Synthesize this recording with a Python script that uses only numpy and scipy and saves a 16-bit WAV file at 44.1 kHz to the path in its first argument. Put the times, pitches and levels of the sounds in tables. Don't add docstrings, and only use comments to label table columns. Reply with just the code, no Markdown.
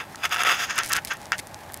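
import sys
import numpy as np
from scipy import signal
from scipy.io import wavfile
from scipy.ndimage import uniform_filter1d

SR = 44100
rng = np.random.default_rng(int(sys.argv[2]) if len(sys.argv) > 2 else 0)


def unload_audio(sound):
    columns = np.transpose(np.atleast_2d(sound))
    steps = np.round(np.clip(columns, -1, 1) * 32767)
    wavfile.write(sys.argv[1], SR, steps.astype(np.int16))


N = 79380


def amp(db):
    return 10 ** (np.asarray(db) / 20)


def unit(x):
    return x / np.sqrt(np.mean(x ** 2) + 1e-20)


def add(mix, start_s, sound):
    part = mix[max(round(start_s * SR), 0):][:len(sound)]
    part += sound[:len(part)]


def response(spectrum, peaks=(), size=4096):
    hz, db = np.transpose(spectrum)
    f = abs(np.fft.fftfreq(size, 1 / SR))
    broad_db = np.interp(np.log(f + 1), np.log(hz + 1), db)
    peaks_db = sum(lift / (1 + (2 * (f - centre) / width) ** 2) for centre, width, lift in peaks)
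    log_gain = np.log(amp(broad_db + peaks_db))
    transfer = np.exp(np.conj(signal.hilbert(log_gain)))
    h = np.fft.ifft(transfer).real[:size // 2]
    return h / np.linalg.norm(h)


def through(x, h):
    return signal.fftconvolve(x, h)[:len(x)]


def grains(per_s, spread_db):
    impulses = (rng.random(N) < per_s / SR) * rng.choice([-1, 1], N)
    return impulses * amp(spread_db * np.clip(rng.standard_normal(N), -2, 2))


def pressure(start, hold, db, rise, fall):
    t = np.arange(N) / SR - start
    return amp(db - 20 * (np.maximum(-t, 0) / rise + np.maximum(t - hold, 0) / fall))


def steadied(x, size=400):
    return x / np.sqrt(abs(uniform_filter1d(x ** 2, size)) + 1e-12)


def treble_shelf(x, db, corner_hz=4000):
    highpass = signal.butter(2, corner_hz, "high", fs=SR, output="sos")
    return x + (amp(db) - 1) * signal.sosfiltfilt(highpass, x, padtype=None)


# frequency in Hz, relative level in dB.
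GRITTY_SPECTRUM = [(120, -57), (270, -26.5), (550, -18.5), (900, -14), (1320, -7), (1900, -6.5),
                   (2250, -10), (3200, -14.5), (4200, -25.5), (5600, -23.5), (7800, -27), (9500, -35),
                   (14500, -33.5), (16000, -41)]
DULL_SPECTRUM = [(120, -48), (300, -25), (700, -17.5), (1100, -10), (1600, -7.5), (2200, -8.5), (3200, -14),
                 (4200, -24), (5700, -22), (7000, -25), (7900, -36), (13500, -41), (16000, -45)]
# centre in Hz, width in Hz, lift in dB.
GRITTY_RESONANCES = [(724, 36, 10.5), (1325, 240, 8.5), (1620, 110, 3), (2625, 340, 7), (3496, 300, 10.5),
                     (4964, 320, 11.5), (6510, 260, 11), (10630, 500, 12), (13500, 610, 7.5)]
DULL_RESONANCES = [(1033, 116, 4.2), (1380, 225, 9), (1596, 137, 9.3), (1818, 115, 8.5), (2690, 450, 3.6),
                   (3370, 280, 4.5), (5040, 300, 5.7), (6510, 540, 8.4)]
# start of full pressure in seconds, hold in seconds,
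# level before the treble shelf in dB, rise and fall in seconds, treble gain in dB, judder depth in dB.
DRAG_STROKES = [(0.002, 0.0055, -30.5, 0.015, 0.043, -4, 3), (.18, 0.033, -48.5, 0.018, .02, 7, 5),
                (.238, .02, -23.5, 0.017, 0.02, 2.5, 10), (.322, 0.012, -22.5, 0.022, 0.041, 2, 5),
                (.387, 0.02, -30.5, 0.021, 0.047, -6, 12), (.404, 0.021, -25, 0.029, 0.0054, 4.5, 6),
                (.448, 0.013, -29, 0.019, 0.01, -14, 5), (.466, 0.057, -19.5, .02, 0.066, 1, 6),
                (.602, 0.044, -29.5, 0.03, 0.023, 6.5, 0)]
PUSH_STROKES = [(.6, 0.047, -34.5, 0.13, 0.038, 14, 2), (.701, 0.0095, -26, 0.022, 0.024, 7.5, 2),
                (.725, .045, -39.5, .02, .03, 10, 8), (.783, 0.019, -23, 0.025, 0.032, 3, 2.5),
                (.83, 0.016, -40, .02, 0.033, 3, 8), (.908, 0.022, -25.5, 0.015, 0.029, 0.5, 2),
                (.951, 0.038, -25.5, .015, 0.0083, -1.5, 1), (1.109, 0.012, -24.5, 0.011, 0.035, 1, 3),
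                (1.328, 0.0055, -22, 0.0046, 0.018, -5, 4), (1.345, 0.011, -39.5, 0.013, 0.0078, 5, 4)]


def leg_scrapes(strokes, body, judder_hz=150.1):
    t = np.arange(N) / SR
    judder = np.interp(t * 2 * judder_hz, np.arange(N), rng.uniform(-0.84, 1, N))
    slips = grains(per_s=9000, spread_db=2)
    out = np.zeros(N)
    for *envelope, treble_db, judder_db in strokes:
        rasp = steadied(through(slips * amp(judder_db * judder), body))
        out += pressure(*envelope) * treble_shelf(rasp, treble_db)
    return out


def ground_scatter(direct, level_db=-13.5, decay_s=0.012, size=2000):
    tail = rng.standard_normal(size) * np.exp(-np.arange(size) / SR / decay_s)
    return direct + amp(level_db) * through(direct, tail / np.linalg.norm(tail))


# frequency in Hz, relative level in dB.
AIR_SPECTRUM = [(15, -56), (25, -18.5), (92, 1.5), (161, -2), (489, -7.5), (624, -1.5), (775, -2), (840, 4),
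                (936, -5.5), (1100, -7), (1370, -10.5), (1700, -7.5), (2760, -18), (5880, -23.5),
                (6740, -24), (12900, -26), (16000, -32)]


def outdoor_air(level_db=-43):
    noise = through(rng.standard_normal(2 * N), response(AIR_SPECTRUM))
    return amp(level_db) * unit(noise[N:])


# start in seconds, level in dB, grittiness from 0 to 1,
# treble gain in dB.
CLAW_CATCHES = [(.008, -32.5, 0.3, -5), (0.147, -34, 0.2, 0), (.2527, -19.5, .9, -8), (.255, -22, 1, 12),
                (0.2576, -25, 0.8, 4), (0.3443, -22, 1, 12), (0.3509, -26.5, 1, 14), (.3615, -20, 0.6, 0),
                (.369, -23.5, .8, 0), (0.4347, -18, 0.9, 8.5), (0.4499, -21.5, 1, 4),
                (0.4725, -19, 0.6, -2), (0.4945, -22, 0.5, 3), (0.7069, -24, .2, 8), (0.786, -18.5, 0.8, 0),
                (1.3202, -14, 0, 5.5), (1.7, -41, 0.6, -2)]


def claw_catches(gritty, dull, decay_s=0.001, level_samples=130):
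    out, t = np.zeros(N), np.arange(len(gritty)) / SR
    for start, db, grittiness, treble_db in CLAW_CATCHES:
        slips = rng.choice([-1, 1], len(t)) * np.exp(-t / decay_s)
        body = grittiness * gritty + (1 - grittiness) * dull
        knock = treble_shelf(through(slips, body), treble_db)
        rms = np.linalg.norm(knock) / np.sqrt(level_samples)
        add(out, start, amp(db) * knock / rms)
    return out


# frequency in Hz, relative level in dB.
LITTER_SPECTRUM = [(300, -2), (1200, -13), (2150, 6), (2800, -1), (5500, -0.5), (8000, -6), (11000, -4),
                   (14000, -13.5), (16000, -25)]
# start of full pressure in seconds, hold in seconds, level in dB,
# rise and fall in seconds.
LITTER_CRUMPLES = [(.12, 0.015, -53, .03, 0.021), (.157, 0.0022, -47, .002, 0.0042),
                   (0.834, 0.03, -36, 0.0059, 0.019), (.88, 0.024, -43, 0.025, 0.018),
                   (0.953, 0.015, -32, 0.016, 0.026), (1.05, 0.006, -40.5, .003, 0.019),
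                   (1.073, .005, -36, .002, 0.04), (1.205, 0.048, -52, 0.025, .02),
                   (1.39, 0.0079, -30.5, 0.0084, 0.0081)]


def litter_crackle(stray_db=-59):
    body = response(LITTER_SPECTRUM)
    crackle = steadied(through(grains(per_s=6000, spread_db=4), body))
    stray = unit(through(grains(per_s=110, spread_db=5), body))
    return crackle * sum(pressure(*row) for row in LITTER_CRUMPLES) + amp(stray_db) * stray


# start in seconds, peak level of the tick in dB, ringing frequency in Hz.
FIBRE_SNAPS = [(0.1242, -33, 6900), (0.1579, -20.5, 5470), (0.294, -25, 5960), (0.7588, -19, 9000),
               (.7789, -21, 8900), (0.7805, -7.5, 7000), (.7889, -3.5, 6150), (.826, -27, 7500),
               (.8347, -13.5, 5400), (.8466, -17, 6000), (0.8615, -12, 10000), (0.871, -19, 7500),
               (0.877, -18, 7500), (.8891, -16, 9500), (0.8941, -12, 11000), (0.8979, -15, 8500),
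               (.9208, -10, 5170), (0.931, -1, 10800), (0.9323, -6.5, 9000), (0.9349, -1.5, 5000),
               (0.9655, -8, 5100), (0.9695, -10, 10000), (1.0494, -9, 10100), (1.0496, -16.5, 5000),
               (1.0544, -21, 8500), (1.073, -22, 8900), (1.1366, -19.5, 11000), (1.1704, -25.5, 7860),
               (1.2167, -27, 5970), (1.23, -30, 6500), (1.2566, -23, 5150), (1.3786, -27, 9100),
               (1.3829, -16.5, 6000), (1.391, -20, 8000), (1.4714, -21, 7300), (1.5446, -19.5, 4830),
               (1.7222, -20.5, 11000), (1.7358, -21, 9500), (1.7431, -10.5, 9500), (1.7741, -19, 9500)]


def fibre_snaps(decay_cycles=0.25, tail_db=-24, tail_decay_s=0.0024, size=600):
    out, t = np.zeros(N), np.arange(size) / SR
    body = response(LITTER_SPECTRUM)
    for start, db, hz in FIBRE_SNAPS:
        cycles = hz * t
        ringing = cycles * np.exp(-cycles / decay_cycles) * np.sin(2 * np.pi * cycles)
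        tick = np.gradient(ringing)
        tail = through(rng.standard_normal(size), body) * np.exp(-t / tail_decay_s)
        add(out, start, amp(db) * (tick / abs(tick).max() + amp(tail_db) * tail))
    return out


def scene():
    gritty = response(GRITTY_SPECTRUM, GRITTY_RESONANCES)
    dull = response(DULL_SPECTRUM, DULL_RESONANCES)
    scrapes = leg_scrapes(DRAG_STROKES, gritty) + leg_scrapes(PUSH_STROKES, dull)
    legs = scrapes + claw_catches(gritty, dull)
    return (ground_scatter(legs) + fibre_snaps() + litter_crackle() + outdoor_air())[None]


def record(dry, cutoff_hz=15800):
    lowpass = signal.firwin(255, cutoff_hz, window=("kaiser", 9), fs=SR)
    return signal.oaconvolve(dry, lowpass[None], "same")


dry = scene()
out = record(dry)
unload_audio(out)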